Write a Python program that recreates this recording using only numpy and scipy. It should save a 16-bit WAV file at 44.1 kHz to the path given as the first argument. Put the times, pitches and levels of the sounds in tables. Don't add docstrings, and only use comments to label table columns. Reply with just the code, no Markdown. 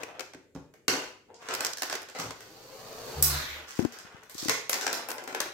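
import sys
import numpy as np
from scipy import signal
from scipy.fft import rfft, irfft
from scipy.io import wavfile
from scipy.ndimage import uniform_filter1d

SR = 44100
rng = np.random.default_rng(int(sys.argv[2]) if len(sys.argv) > 2 else 0)


def store_pcm(level_fs):
    pcm = np.round(np.clip(level_fs, -1, 1) * 32767).astype(np.int16)
    wavfile.write(sys.argv[1], SR, np.atleast_2d(pcm).T)


N = 243873
TIME, FREQS = np.arange(N) / SR, np.fft.rfftfreq(N, 1 / SR)

# (frequency [Hz], left minus right [dB])
SIDE_BALANCE = [(80, -0.5), (400, 2.5), (1000, 3.5), (2200, 0.5), (4500, -4), (8000, -3.5), (14000, 0)]
ROLL_ATTACK_S, ROLL_FADE_DB_PER_S = 0.023, 190


def amp(db):
    return 10 ** (np.asarray(db) / 20)


def unit(x):
    return x / np.sqrt(np.mean(x ** 2) + 1e-20)


def read(points, hz):
    f, value = np.transpose(points)
    return np.interp(np.log(hz + 1), np.log(f + 1), value)


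def sides(db):
    return amp(np.array([db, -db]).reshape(2, -1) / 2)


def add(mix, s, sound):
    part = mix[:, max(round(s * SR), 0):][:, :sound.shape[1]]
    part += sound[:, :part.shape[1]]


def pair(z, hz):
    # (frequency [Hz], left-right correlation [1])
    likeness = [(60, 0.67), (200, 0.88), (450, 0.84), (1000, 0.52), (3000, 0), (16000, 0)]
    same = np.clip(read(likeness, hz), -1, 1)
    return np.array([z[0], same * z[0] + np.sqrt(1 - same ** 2) * z[1]])


def coloured(x, spectrum):
    shape = amp(read(spectrum, FREQS)) * sides(read(SIDE_BALANCE, FREQS))
    return unit(irfft(pair(rfft(x), FREQS) * shape, N))


def resonate(x, hz, width):
    turn = np.exp(2j * np.pi * np.cumsum(hz * np.ones(N)) / SR)
    r = np.exp(-np.pi * width / SR)
    baseband = signal.lfilter([1 - r], [1, -r], x / turn + 1e-18)
    return 2 * (turn * baseband).real


def high_pass(x, hz):
    return signal.sosfilt(signal.butter(3, hz, "high", fs=SR, output="sos"), x)


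def envelope(start, length, swell_db, attack_s, fade_db_per_s):
    t = TIME - start
    hold_db = swell_db * (np.clip(t / length, 0, 1) - .5)
    return np.clip(t / attack_s, 0, 1) * amp(hold_db - fade_db_per_s * np.maximum(t - length, 0))


def clacks(rebound_s=.0113):
    # (time [s], blow level [dB],
    # weight of the struck piece [dB], snap [dB], room feed re each blow [dB], rebound re first blow [dB])
    impacts = [(0.0327, -34, -2.5, -14, -10, -19), (.1945, -30.5, -7.5, -16, -9, -0.5),
               (.3345, -42.5, -5, -21, -10.5, -2), (0.5493, -50, -17, -18, 0, -6.5),
               (0.7382, -53.5, -1.5, -11, -3, -30), (0.8805, -13.5, -11, -16, -2.5, -44),
               (1.343, -45.5, -20, -41, .5, -25), (1.4862, -29, -8, -28, -2, -12),
               (1.508, -33.5, -0.5, -28, -3, -3), (1.5378, -24, -14, -11, -9.5, 0),
               (1.6059, -22, -12.5, -12, -5.5, -27), (1.6475, -17.5, -20.5, -14, -8.5, -9),
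               (1.6659, -20.5, -21, -16, -23, -25), (1.7325, -26, -43, -17, -22, -30),
               (1.7713, -31, -20.5, -14.5, -3, -1), (1.8202, -21.5, -10.5, -11.5, -7.5, -2.5),
               (1.8977, -27.5, -8.5, -18, -3, -10), (1.9264, -25.5, -5.5, -18, -9, -6),
               (1.953, -26, -10.5, -15, -26, -23), (2.0178, -40, -6, -8, -13, -1),
               (2.0867, -39.5, -9, -16, -4.5, -0.5), (2.149, -41, -1.5, -18, 6, -28),
               (2.187, -31.5, -11.5, -15, -1.5, 4), (2.3067, -32, -7, -17, -9.5, -9.5),
               (2.4054, -42, -9, -12, -0.5, -22), (3.2248, -17.5, -27, 4, .5, -14),
               (3.789, -44, 5, -3, -4, -20), (3.8485, -35.5, -7.5, -15, -9, -13),
               (3.922, -40.5, -13, -14, 3, -25), (3.9862, -37, -24, -14.5, -2, -23),
               (4.2331, -48.5, -13, -10, -2.5, -20), (4.296, -43, -12, -4, 2, -23),
               (4.345, -38.5, -26, -10, 1, -22), (4.3801, -31.5, -43, -16, 4.5, -17),
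               (4.4476, -28, -23, -16, -0.5, -26), (4.4832, -20, -11.5, -14.5, -3.5, 5.5),
               (4.6948, -19.5, -13, -4, -5, -25), (4.7295, -17, -14, -15, -6.5, -4),
               (4.8106, -26, -16, -16, 2, -23), (4.8659, -19.5, -7.5, -19.5, -7, -4),
               (4.9284, -21.5, -14.5, -10.5, -2.5, -23), (5.0862, -34.5, -3, -1, 0, -47),
               (5.1033, -29, -11, -10, -18.5, 0), (5.1814, -35.5, -2.5, -24, -5.5, -9),
               (5.2384, -39, -28, -10.5, -7, -17), (5.2757, -34.5, -4, -14, -1.5, -14),
               (5.3258, -39.5, 0, -18, -7, -25), (5.3474, -27.5, -1.5, -13, -7, -13),
               (5.4028, -18, -14, -12, -8, -10)]
    # (time [s], left minus right [dB], ring of the pieces there [Hz])
    places = [(.2, 9.5, 2410), (0.501, -17, 1340), (.88, 1, 2730), (1.3, 4, 1020), (1.5, -3.5, 1485),
              (1.9, -2.5, 1668), (2.299, -1, 1089), (3.2, -2.5, 5670), (3.8, 4, 1440), (4.45, 3.5, 1990),
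              (4.7, 0.5, 1966), (4.87, 4.5, 1480), (5.4, 3.5, 1595)]
    direct, feed = np.zeros((2, 2, N))
    reached_s, *place = np.transpose(places)
    for s, db, weight_db, snap_db, room_db, rebound_db in impacts:
        side_db, ring_hz = (np.interp(s, reached_s, column) for column in place)
        for at, force_db in ((s, db), (s + rebound_s, db + rebound_db)):
            hit = amp(force_db) * strike(weight_db, snap_db, ring_hz)
            add(direct, at, sides(side_db) * hit)
            add(feed, at, amp(room_db) * hit)
    return high_pass(track(np.array([direct, feed])), hz=159)


def strike(weight_db, snap_db, ring_hz, ring_db=-2, ring_t60=0.035, ring_spread=0.069, scatter=0.18,
           rise_s=0.00084, count=5):
    # (low edge [Hz], high edge [Hz], relative level [dB], t60 [s])
    plastic_bands = [(263, 910, -0.5, 0.042), (934, 2910, -0.5, 0.029), (3310, 7820, -3, 0.019),
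                     (10500, 13200, 9, 0.021)]
    t, hz = np.arange(4096) / SR, np.fft.rfftfreq(4096, 1 / SR)
    rise = 1 - np.exp(-t / rise_s)
    middle_db = 0.65 * weight_db
    hit = np.zeros((2, len(t)))
    for (lo, hi, band_db, t60), colour_db in zip(plastic_bands, (weight_db, middle_db, 0, snap_db)):
        band = 1 / np.sqrt((1 + (lo / (hz + 1)) ** 10) * (1 + (hz / hi) ** 10))
        random_phases = np.exp(2j * np.pi * rng.random((2, len(hz))))
        modes = irfft(pair(random_phases, hz) * band)
        fade = amp(-60 * t / t60) * rise
        hit += amp(colour_db + band_db) * unit(modes * fade) * np.sqrt(np.mean(fade ** 2))
    ring = np.zeros((2, len(t)))
    for f in ring_hz * (1 + ring_spread * rng.standard_normal(count)):
        cycles = f * t + rng.random() + scatter * rng.standard_normal((2, 1))
        ring += np.sin(2 * np.pi * cycles)
    return hit + amp(ring_db + middle_db - 60 * t / ring_t60) * ring / np.sqrt(count) * rise


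def track(x):
    # (frequency [Hz], width [Hz], level re input [dB])
    tile_modes = [(340, 43, -15), (466, 130, -6.5), (560, 17, -12), (950, 370, -10), (1392, 320, -10),
                  (1500, 220, -11.5), (2040, 164, -8), (2590, 250, -9.5), (4940, 150, -46),
                  (5760, 3600, -1), (8430, 370, -7)]
    ringing = sum(amp(db) * signal.lfilter(*signal.iirpeak(hz, hz / width, SR), x)
                  for hz, width, db in tile_modes)
    return x + ringing


def tile_rolling(trims_db=(-3, -3, -4)):
    # (frequency [Hz], relative level [dB])
    rumble_spectrum = [(40, -65), (100, -2.5), (210, -5.5), (320, 7), (520, 6.5), (750, 7.5), (1000, 3),
                       (1300, -49.5), (3000, -80)]
    rattle_spectrum = [(600, -18.5), (1100, -1), (1500, 1), (2000, -2.5), (2700, -5.5), (3500, -10),
                       (8000, -64)]
    grit_spectrum = [(1200, -17), (3000, -8), (4500, -1), (6400, 1), (8400, -4.5), (9800, -3),
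                     (12500, -3.5), (16000, -4.5)]
    # (start [s], length [s], rumble [dB],
    # rattle [dB], grit [dB], swell over the stretch [dB])
    stretches = [(-.02, 0.042, -42.5, -44.5, -51.5, 0), (0.058, 0.12, -50.5, -54, -72, 12),
                 (0.92, 0.13, -39.5, -38.5, -40, -11), (1.279, 0.077, -52, -64.5, -79.5, -3),
                 (1.39, .15, -52.5, -46, -52, 20.5), (1.572, 0.092, -44.5, -42, -64, 3),
                 (1.822, 0.13, -57.5, -49, -49, 14.5), (2.174, 0.12, -44.5, -50, -44, -8),
                 (3.54, 0.091, -50.5, -48, -55, 0), (3.67, 0.15, -85, -48, -43.5, -5),
                 (3.882, 0.35, -59.5, -52, -63, 0.5), (4.365, 0.078, -59, -50, -37, 1),
                 (4.73, .27, -43, -42, -58, 2.5), (5.066, 0.28, -45.5, -51, -71, -3),
                 (5.343, 0.11, -47, -42, -67, 5.5)]
    jolts = track(travelling(contacts(per_s=2200, spread_db=2.5)))
    voices = [coloured(jolts, spectrum) for spectrum in (rumble_spectrum, rattle_spectrum, grit_spectrum)]
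    gains = np.zeros((3, N))
    for start, length, *levels_db, swell_db in stretches:
        shape = envelope(start, length, swell_db, ROLL_ATTACK_S, ROLL_FADE_DB_PER_S)
        gains += amp(levels_db)[:, None] * shape
    return sum(amp(db) * gain * voice for db, gain, voice in zip(trims_db, gains, voices))


def contacts(per_s, spread_db):
    struck = rng.random(N) < per_s / SR
    size = amp(spread_db * np.minimum(rng.exponential(1, N), 5)) * struck
    return unit(size * rng.standard_normal((2, N)))


def travelling(x, echo_db=-9, wander_s=0.000986):
    out = x.copy()
    for delay_s, wander_hz in [(.0026, .7), (.0053, 1.1), (.009, .45)]:
        lag = delay_s + wander_s * np.sin(2 * np.pi * (wander_hz * TIME + rng.random()))
        out += amp(echo_db) * np.array([np.interp(TIME - lag, TIME, channel) for channel in x])
    return out


def rail_rolling(sing_hz=4500, sing_width_hz=180, sing_db=-8):
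    # (frequency [Hz], relative level [dB])
    rumble_spectrum = [(60, -22), (130, -1), (210, -12), (320, -5), (470, 1.5), (650, -5), (900, -6.5),
                       (1400, -12.5), (2500, -24), (4200, -23.5)]
    hiss_spectrum = [(1600, -8.5), (2800, -4), (3300, -7.5), (4100, -3.5), (5200, -5), (6500, -5),
                     (8500, -17), (10000, -10.5), (12000, -14), (13800, -4), (16000, -21)]
    start_s, length_s, swell_db = 2.343, 0.862, 21
    rumble_db, hiss_db, hiss_share = -50.5, -55.5, 0.59
    grain = travelling(contacts(per_s=9000, spread_db=1.5))
    hiss = coloured(grain, hiss_spectrum)
    song = amp(sing_db) * unit(resonate(grain, sing_hz, sing_width_hz))
    low, high = (envelope(start_s, length_s, db, ROLL_ATTACK_S, ROLL_FADE_DB_PER_S)
                 for db in (swell_db, hiss_share * swell_db))
    rumble = amp(rumble_db) * low * coloured(grain, rumble_spectrum)
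    return rumble + amp(hiss_db) * high * (hiss + song) + swish(grain, hiss)


def swish(grain, hiss, width_hz=1350, upper_db=-2.5):
    start_s, length_s, attack_s, fade_db_per_s = 3.228, .33, 0.12, 138
    swish_db, swish_swell_db = -38.5, -7.5
    rush_db, rush_swell_db = -37.5, -19
    start_hz, meet_hz, settle_s = (990, 5170), 2807, 0.26
    settled = 1 - np.exp(-np.maximum(TIME - start_s, 0) / settle_s)
    centres = [hz * (meet_hz / hz) ** settled for hz in start_hz]
    lower, upper = (resonate(resonate(grain, f, width_hz), f, width_hz) for f in centres)
    swish_gain, rush_gain = (envelope(start_s, length_s, db, attack_s, fade_db_per_s)
                             for db in (swish_swell_db, rush_swell_db))
    tone = unit(lower + amp(upper_db) * upper)
    return amp(swish_db) * swish_gain * tone + amp(rush_db) * rush_gain * hiss


def platform_hum(waver=0.0206):
    # (lower mode [Hz], upper mode [Hz])
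    mode_hz = (74.5, 144.5)
    # (start [s], length [s], lower mode [dB], upper mode [dB], swell [dB])
    crossings = [(3.151, 0.22, -37, -40.5, -0.5), (3.48, 0.14, -53, -71, -8)]
    gains, out = np.zeros((2, N)), np.zeros(N)
    for start, length, *levels_db, swell_db in crossings:
        shape = envelope(start, length, swell_db, attack_s=0.039, fade_db_per_s=257)
        gains += amp(levels_db)[:, None] * shape
    for hz, gain in zip(mode_hz, gains):
        drift = unit(uniform_filter1d(rng.standard_normal(N), size=2000))
        out += gain * unit(np.sin(2 * np.pi * np.cumsum(hz * (1 + waver * drift)) / SR))
    return out


def baseboard_thuds():
    # (time [s], level [dB], frequency [Hz], t60 [s])
    landings = [(0.349, -42, 323, 0.067), (0.552, -34.5, 150, 0.021), (0.560, -29.5, 282, 0.032),
                (0.571, -37.5, 106, 0.034), (0.884, -37, 404, 0.17), (0.93, -35.5, 271, 0.12),
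                (2.19, -40, 174, 0.12), (2.24, -35, 114, 0.15), (4.497, -35, 125, .05)]
    return knocks(landings, rub_db=-4.0, rub_hz=557)


def finger_bumps():
    # (time [s], level [dB], frequency [Hz], t60 [s])
    touches = [(3.792, -4.5, 269, 0.02), (3.802, -19.5, 351, 0.097), (3.823, -22.5, 238, 0.19),
               (3.850, -9, 306, 0.034), (4.048, -39, 200, 0.034), (4.145, -31, 152, 0.018),
               (4.351, -28.5, 329, 0.018), (4.428, -24, 310, 0.031), (4.457, -21, 313, 0.054),
               (4.484, -16, 285, 0.021)]
    return knocks(touches, rub_db=-16, rub_hz=1020) * amp([[0], [-28]])


def knocks(rows, rub_db, rub_hz):
    out, t = np.zeros((2, N)), np.arange(SR // 4) / SR
    dull = signal.butter(2, rub_hz, fs=SR, output="sos")
    for s, db, hz, t60 in rows:
        scuff = unit(signal.sosfilt(dull, rng.standard_normal(len(t))))
        blow = amp(db - 60 * t / t60) * (np.sin(2 * np.pi * hz * t) + amp(rub_db) * scuff)
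        add(out, s, np.array([blow, blow]))
    return high_pass(out, hz=82)


def room(x, build_s=0.0045):
    # (frequency [Hz], t60 [s], relative level [dB])
    decay = np.array([(100, 0.49, 1), (295, 0.42, 3), (806, 0.41, 2.5), (2900, 0.53, 3), (5450, 0.43, 1.5),
                      (10100, 0.38, -2.5), (14200, 0.29, 0.5)])
    hz, t, z = signal.stft(rng.standard_normal((2, SR)), SR, nperseg=512)
    t60, db = read(decay[:, :2], hz)[:, None], read(decay[:, ::2], hz)[:, None]
    z = pair(z, hz[:, None]) * sides(read(SIDE_BALANCE, hz))[:, :, None]
    z *= amp(db - 60 * t / t60) * np.sqrt(np.log(1e6) / (t60 * SR))
    tail = signal.istft(z, SR, nperseg=512)[1][:, :SR] * (1 - np.exp(-TIME[:SR] / build_s))
    return signal.fftconvolve(x, tail, axes=1)[:, :N]


def quiet_air():
    # (frequency [Hz], relative level [dB])
    air_spectrum = [(25, -9), (70, 19), (200, 15), (500, 19), (1200, -38), (3000, -92), (7000, -3),
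                    (8400, -11), (9500, -8), (16000, -14)]
    return amp(-65.5) * coloured(rng.standard_normal((2, N)), air_spectrum)


def scene():
    direct, feed = clacks()
    rolling = tile_rolling() + rail_rolling()
    thuds = baseboard_thuds()
    reflected = room(amp(4) * feed + amp(-9.5) * rolling + amp(-2.5) * thuds)
    return direct + rolling + platform_hum() + thuds + finger_bumps() + reflected + quiet_air()


def record(dry):
    # (frequency [Hz], gain [dB])
    response = [(8400, 0), (9200, -3), (10000, -7), (11300, -3)]
    edge_hz = 15950
    heard = irfft(rfft(dry) * amp(read(response, FREQS)), N)
    band_limit = signal.firwin(255, edge_hz, window=("kaiser", 9), fs=SR)
    return signal.oaconvolve(heard, band_limit[None], "same", axes=1)


dry = scene()
out = record(dry)
store_pcm(out)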